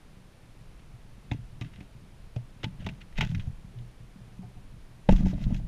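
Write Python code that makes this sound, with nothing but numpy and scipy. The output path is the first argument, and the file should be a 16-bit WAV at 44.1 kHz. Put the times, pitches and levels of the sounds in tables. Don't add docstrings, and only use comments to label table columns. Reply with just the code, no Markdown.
import sys
import numpy as np
from scipy import signal
from scipy.fft import rfft, irfft
from scipy.io import wavfile

SR = 44100
rng = np.random.default_rng(int(sys.argv[2]) if len(sys.argv) > 2 else 0)


def wav_record(signal):
    frames = np.transpose(np.atleast_2d(signal))
    bounded = np.clip(frames, -1, 1)
    quanta = np.round(bounded * 32767).astype(np.int16)
    wavfile.write(sys.argv[1], SR, quanta)


N = 250047
T = np.arange(N) / SR


def undb(db):
    return 10 ** (np.asarray(db) / 20)


def level(x, db):
    return x * undb(db) / np.sqrt(np.mean(x ** 2))


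def lookup(table, x):
    return np.interp(x, *np.transpose(table))


def band(x, lo_hz, hi_hz, order=2):
    return signal.sosfilt(signal.butter(order, [lo_hz, hi_hz], "bandpass", fs=SR, output="sos"), x)


def add(out, start_s, sound):
    at = int(start_s * SR)
    out[at:at + len(sound)] += sound[:len(out) - at]


def fading(t, t60):
    return np.exp(-np.log(1000) * t / t60)


def wander(per_s):
    steps = rng.standard_normal(int(N / SR * per_s) + 2)
    return np.interp(T * per_s, np.arange(len(steps)), steps)


def grains(count, rate, spread_db):
    chance, sign, size = rng.random((count, 3)).T
    happens = chance < rate / SR
    return happens * np.sign(sign - .5) * undb(-spread_db * np.log(1 - .985 * size))


def ring(x, hz, t60):
    turn_and_fade = np.exp(2j * np.pi * hz / SR - np.log(1000) / (t60 * SR))
    return signal.lfilter([1], [1, -turn_and_fade], x).imag


def nearness(hz, spot_hz, octaves, least_db=-16):
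    distance = np.log2(hz / spot_hz) / octaves
    return undb(least_db) + np.exp(-.5 * distance ** 2)


def strike(modes, share, ms, free):
    hz, db, t60 = np.array(modes).T[:, :, None]
    t = T[:SR // 2]
    rise = np.sin(np.pi / 2 * np.clip(t * 1000 / ms, 0, 1)) ** 2
    tones = undb(db) * rise * fading(t, free * t60) * np.sin(2 * np.pi * hz * t)
    return share @ tones


# (pitch [Hz], relative level per Hz [dB])
HISS_COLOUR = [(150, -8.5), (260, 1), (353, -2), (566, -5), (606, -5), (1210, -10), (1610, -11.5),
               (2590, -13), (8050, -24.5), (9860, -26.5), (14100, -31), (14800, -50)]
# (pitch [Hz], level [dB])
WHINE_TONES = [(9593, -86.5), (9652, -82.5), (10427, -89.5), (11208, -99)]
HISS_DB = -60.5


def camera():
    hz, db = np.transpose(HISS_COLOUR)
    colour = undb(np.interp(np.log(np.fft.rfftfreq(N, 1 / SR) + 1), np.log(hz), db))
    hiss = level(irfft(rfft(rng.standard_normal(N)) * colour, N), HISS_DB)
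    waver = .012 * np.cumsum(rng.standard_normal(N))
    whine = 0
    for hz, db in WHINE_TONES:
        tone = np.sin(2 * np.pi * (hz * T + rng.random()) + waver)
        whine = whine + np.sqrt(2) * undb(db) * tone
    return hiss + whine


# (time [s], low rocking level [dB], drive of the chain creak [dB])
TRAY_SWING = [(0, -51.5, -50), (.55, -52, -51.5), (1.06, -46.5, -51), (1.31, -50, -48), (1.42, -44.5, -49),
              (1.67, -51, -41), (2.0, -52, -53.5), (2.55, -51.5, -48.5), (2.7, -49, -40.5),
              (2.87, -42, -45.5), (3.08, -51.5, -46), (3.2, -27, -51), (3.32, -41, -58), (3.39, -33.5, -55),
              (3.5, -43.5, -48.5), (4.05, -52, -52), (4.55, -48.5, -47), (5.051, -51.5, -52.5),
              (5.121, -13, -47), (5.19, -27.5, -23.5), (5.27, -21, -24), (5.33, -27.5, -32),
              (5.43, -30, -33.5), (5.48, -24.5, -26), (5.56, -34, -36), (5.67, -33.5, -47.5)]
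# (drive of the creak [dB], favoured pitch [Hz])
CREAK_PITCH_BY_DRIVE = [(-57, 125.6), (-19.5, 176)]
# (pitch [Hz], relative level [dB], basic ring time to -60 dB [s])
BOARD_MODES = [(61, -29, 0.42), (89.4, -3, 0.19), (110.4, -8, 0.19), (119.3, 0, 0.38), (143.2, 0.5, 0.2),
               (155.2, -6.5, 0.25), (185.1, 2, 0.31), (207.9, -6, 0.32)]
# (pitch [Hz], relative level [dB], basic ring time to -60 dB [s])
RIM_MODES = [(283, 9.5, 0.15), (401, 6.5, 0.064), (482, 4.5, 0.057), (593, 5, 0.064), (651, -0.5, 0.12),
             (730, 5.5, 0.05), (875, 3.5, 0.09), (986, -0.5, 0.068), (1188, 2.5, 0.056), (1540, -4, 0.066)]
GUST_DB, GUSTS_PER_S = 2, 9


def swing():
    s, rock_points, creak_points = np.transpose(TRAY_SWING)
    rock_db = np.interp(T, s, rock_points) + GUST_DB * wander(GUSTS_PER_S)
    creak_db = np.interp(T, s, creak_points) + GUST_DB * wander(GUSTS_PER_S)
    rock = level(band(rng.standard_normal(N), 9.6, 40.7), 0) * undb(rock_db)
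    jerks = level(grains(N, 60, 4.1), 0)
    slips = (jerks + 0.52 * rng.standard_normal(N)) * undb(creak_db)
    creak_hz = lookup(CREAK_PITCH_BY_DRIVE, creak_db)
    board_hum = sum(undb(db) * ring(slips * nearness(hz, creak_hz, 0.32), hz, t60)
                    for hz, db, t60 in BOARD_MODES)
    board_hum = band(board_hum, 40, 317)
    rim_hum = sum(undb(db) * ring(slips, hz, t60) for hz, db, t60 in RIM_MODES)
    return rock + undb(-37.5) * (board_hum + undb(-30.5) * rim_hum)


# (pitch [Hz], width [Hz], relative level [dB])
CASE_MODES = [(1590, 430, 3.5), (2025, 153, 9), (2600, 480, 4.5), (3330, 370, 1.5), (3710, 104, 6),
              (4450, 1900, -10.5)]


def case(x):
    body = 0
    for k, (hz, width, db) in enumerate(CASE_MODES):
        t60 = np.log(1000) / (np.pi * width)
        body = body + (-1) ** k * undb(db) * ring(x, hz, t60) * width / SR
    air = band(x, 4630, 6870) + 0.18 * band(x, 8900, 14000)
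    return level(band(body, 700, 5000), 0), level(air, 0)


# (start [s], end [s], level of the body [dB], treble against body [dB])
SEED_SLIDES = [(1.328, 1.374, -65.5, -14), (1.625, 1.678, -63, -15), (1.7, 1.855, -70, -16),
               (2.593, 2.69, -66, -15), (2.788, 2.833, -59, -18), (2.84, 2.962, -70, -14),
               (3.001, 3.006, -52.5, -13), (3.144, 3.217, -58, -25), (3.198, 3.245, -41, -21),
               (3.254, 3.343, -69, -4), (3.38, 3.466, -67, -11), (5.09, 5.136, -49, -10),
               (5.145, 5.207, -53, -7.5), (5.22, 5.223, -55, -7), (5.246, 5.319, -54, -7),
               (5.348, 5.41, -61.5, -11), (5.406, 5.447, -55.5, -7.5), (5.464, 5.526, -64, -10),
               (5.525, 5.59, -63, -6)]


def slides():
    bumps = level(grains(N, 2000, 3.4), 0)
    friction = 0.66 * rng.standard_normal(N)
    body, air = case(bumps + friction)
    out = np.zeros(N)
    for start, end, db, bright_db in SEED_SLIDES:
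        swell = np.interp(T, [start, start + 0.016, end - .008, end + 0.02], [0, 1, 1, 0])
        out += undb(db) * swell * (body + undb(bright_db) * air)
    return out


# (time [s], strength [dB], pitch [Hz], brightness [dB])
SEED_CLICKS = [(0.792, -46.5, 2590, -20), (1.3136, -24.5, 2350, -23), (1.3323, -39, 2160, -18),
               (1.611, -31, 2730, -18.5), (1.6202, -37, 2650, -23), (1.6458, -41, 2660, -23),
               (1.734, -41, 2390, -30), (1.7593, -42.5, 2620, -27), (1.8053, -38.5, 2460, -24),
               (2.361, -36.5, 2520, -20), (2.6313, -25.5, 2440, -31), (2.6366, -33, 2180, -23),
               (2.6415, -19.5, 3020, -27), (2.806, -44, 2670, -19), (2.844, -38, 2660, -18),
               (2.8632, -23, 2880, -21.5), (2.8883, -27.5, 2470, -22), (3.0149, -36.5, 2330, -32),
               (3.125, -43.5, 2320, -27), (3.156, -47, 2510, -21), (3.1688, -35, 2550, -21),
               (3.1767, -27.5, 2660, -19), (3.184, -23.5, 2100, -20), (3.2076, -11.5, 2620, -22),
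               (3.2114, -21.5, 2480, -29), (3.224, -35, 2600, -27), (3.236, -36, 2510, -21),
               (3.2473, -35, 2580, -16), (3.2634, -43, 3100, -19), (3.272, -38.5, 2520, -21),
               (3.2904, -39, 3100, -18), (3.3034, -46, 2180, -7), (3.3129, -39, 3100, -22),
               (3.3478, -27.5, 2080, -20), (3.377, -45.5, 2150, -14), (3.396, -34.5, 2660, -24),
               (3.4064, -43, 2610, -22), (3.4214, -47, 3580, -20), (3.4704, -52.5, 2810, -5),
               (3.786, -45.5, 3330, -22), (5.0882, -19, 2100, -27), (5.0911, -29, 2790, -17),
               (5.1104, -34, 2610, -11.5), (5.1232, -33.5, 2520, -9), (5.161, -35, 3250, -11.5),
               (5.2574, -38.5, 2220, -17.5), (5.3354, -43, 3220, -19), (5.4016, -46.5, 2550, -21),
               (5.4385, -37.5, 3700, -21), (5.5045, -48, 2670, -15), (5.5438, -36, 2600, -14),
               (5.5623, -40.5, 3570, -15.5)]
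# (strength [dB], build-up [ms])
CLICK_BUILD_UP = [(-43, 1.4), (-26.5, 1.36), (-12, 2)]
# (strength [dB], time to -60 dB [s])
CLICK_FADE = [(-51, 0.031), (-39, .045), (-20, 0.037)]


def clicks():
    out, t = np.zeros(N), T[:SR // 5]
    body, air = case(grains(N + len(t), 2500, 3.2))
    for s, db, hz, bright_db in SEED_CLICKS:
        at = int(s * SR)
        crack = level(band(rng.standard_normal(len(t)), hz * 0.883, hz * 1.193), 0)
        patter = 0.3 * body[at:at + len(t)] + 0.7 * undb(bright_db) * air[at:at + len(t)]
        rise = np.clip(t * 1000 / lookup(CLICK_BUILD_UP, db), 0, 1)
        fade = fading(t, lookup(CLICK_FADE, db))
        add(out, s, undb(db) * rise * fade * (0.28 * crack + patter))
    return out


# (time [s], strength [dB], favoured pitch [Hz], spread of driven modes [octaves])
RIM_KNOCKS = [(1.315, -32.5, 820, 0.28), (1.611, -48, 570, 0.51), (1.614, -45, 1220, 0.22),
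              (1.807, -53, 804, 0.16), (2.361, -42.5, 560, .42), (2.634, -37.5, 434, 0.63),
              (2.643, -33, 900, 0.11), (2.82, -54, 520, 0.41), (2.864, -37.5, 400, 0.31),
              (2.865, -34, 780, 0.46), (2.891, -51.5, 500, 0.6), (3.182, -36.5, 554, 0.65),
              (3.209, -29, 915, 0.23), (3.221, -35.5, 422, 0.17), (3.224, -35, 750, 0.3),
              (3.246, -49, 870, 0.24), (3.315, -55, 730, .25), (3.47, -54, 740, 0.23),
              (3.738, -52, 395, 0.075), (4.431, -47, 770, 0.11), (4.433, -54, 395, .1),
              (4.568, -56.5, 740, 0.071), (5.089, -8.5, 538, 0.2), (5.09, -17, 843, 0.14),
              (5.101, -24, 760, 0.16), (5.125, -36, 690, 0.28), (5.131, -38, 1230, .08),
              (5.158, -45, 980, .087), (5.182, -47, 734, .12), (5.204, -45, 686, 0.15),
              (5.223, -45, 600, 0.18), (5.261, -32.5, 750, 0.18), (5.312, -50.5, 935, .3),
              (5.33, -35.5, 636, 0.13), (5.378, -47.5, 645, 0.39), (5.415, -50, 635, .2),
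              (5.463, -56, 420, .28), (5.504, -40.5, 710, 0.22), (5.548, -49.5, 730, .27),
              (5.596, -51, 690, 0.3)]
# (strength [dB], factor on the ring time)
RIM_FREEDOM = [(-46.5, 1.28), (-24, 0.45)]
# (time [s], drive relative to the knock [dB])
LOWEST_RIM_DRIVE = [(1.9, -1), (2.36, -22), (2.64, -5), (2.87, -19), (3.25, -13), (5.09, -13), (5.13, 1)]
NARROW_RING = 0.15
EMPTY_FROM_S, EMPTY_TO_S = 3.55, 5.05
EMPTY_BOARD, EMPTY_RIM = 1.24, 1.86


def knocks():
    out, hz = np.zeros(N), np.array(RIM_MODES)[:, 0]
    scatter = undb(1.73 * rng.standard_normal((len(RIM_KNOCKS), len(hz))))
    scatter = scatter * (-1) ** np.arange(len(hz))
    for (s, db, spot_hz, octaves), size in zip(RIM_KNOCKS, scatter):
        share = nearness(hz, spot_hz, octaves, least_db=-22)
        share[0] = undb(lookup(LOWEST_RIM_DRIVE, s))
        free = lookup(RIM_FREEDOM, db) * (0.27 / octaves) ** NARROW_RING
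        if EMPTY_FROM_S < s < EMPTY_TO_S:
            free *= EMPTY_RIM
        add(out, s, undb(db - 7.0) * strike(RIM_MODES, share * size, 0.6, free))
    return out


# (time [s], strength [dB], pitch of the modes nearest the spot [Hz], build-up [ms])
BOARD_BLOWS = [(0.426, -49, 131, 4.9), (0.932, -38, 115, 9.3), (1.314, -16.5, 97, 5.4),
               (1.343, -28, 132, 2.2), (1.385, -32.5, 113, 7.8), (1.61, -27.5, 106, 4.7),
               (1.649, -34, 144, 4.1), (1.807, -37, 113, 1.9), (2.36, -26, 111, 5), (2.64, -26, 120, 2.9),
               (2.661, -27.5, 160, 4.4), (2.846, -20.5, 78.4, 6.9), (2.863, -30.5, 204, 2.4),
               (2.887, -31.5, 153, 3.3), (2.909, -36, 144, 8.8), (3.18, -22.5, 222, 4.8),
               (3.185, -22, 154, 8.5), (3.209, -17.5, 153, 8.1), (3.235, -28.5, 96, 2.4),
               (3.261, -32, 135, 2.9), (3.293, -19.5, 126, 13), (3.317, -16, 141, 14),
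               (3.347, -18.5, 137, 8.9), (3.363, -10.5, 80, 8.1), (3.384, -33, 94, 2.6),
               (3.433, -26, 97, 9.6), (3.47, -19, 93, 7.2), (3.5, -27, 73.4, 7.6), (3.748, -26.5, 115, 30),
               (3.799, -35, 115, 4), (3.997, -36.5, 117, 13), (4.154, -43, 205, 5.0), (4.21, -47, 117, 4),
               (4.387, -42, 188, 4.5), (4.436, -33.5, 116, 8.5), (4.57, -38, 114, 7),
               (4.645, -46, 122, 4.6), (4.72, -48, 122, 4.4), (5.086, -7.5, 178, 5.4),
               (5.122, -14, 182, 2.5), (5.203, -19, 167, 7.4), (5.243, -20, 172, 5.3),
               (5.263, -25, 176, 1.8), (5.331, -31.5, 143, 4.7), (5.4, -28, 170, 10.4),
               (5.428, -19.5, 146, 12.6), (5.469, -20.5, 107, 10.5), (5.511, -22.5, 182, 7.6),
               (5.582, -22.5, 123, 11), (5.628, -30.5, 165, 11)]
# (strength [dB], factor on the ring time)
BOARD_FREEDOM = [(-42.5, 0.65), (-20.5, 0.57)]
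BOARD_LAG_S = 0.0027


def blows():
    out, hz = np.zeros(N), np.array(BOARD_MODES)[:, 0]
    scatter = undb(3.03 * rng.standard_normal((len(BOARD_BLOWS), len(hz))))
    for (s, db, spot_hz, ms), size in zip(BOARD_BLOWS, scatter):
        share = nearness(hz, spot_hz, 0.18) * size
        free = lookup(BOARD_FREEDOM, db)
        if EMPTY_FROM_S < s < EMPTY_TO_S:
            free *= EMPTY_BOARD
        add(out, s + BOARD_LAG_S, undb(db - 2.5) * strike(BOARD_MODES, share, ms, free))
    return out


def scene():
    wood = blows() + knocks()
    seeds = clicks() + slides()
    background = swing() + camera()
    return (wood + seeds + background)[None, :]


def record(dry):
    return signal.sosfilt(signal.ellip(10, .2, 90, 14750, fs=SR, output="sos"), dry)


dry = scene()
out = record(dry)
wav_record(out)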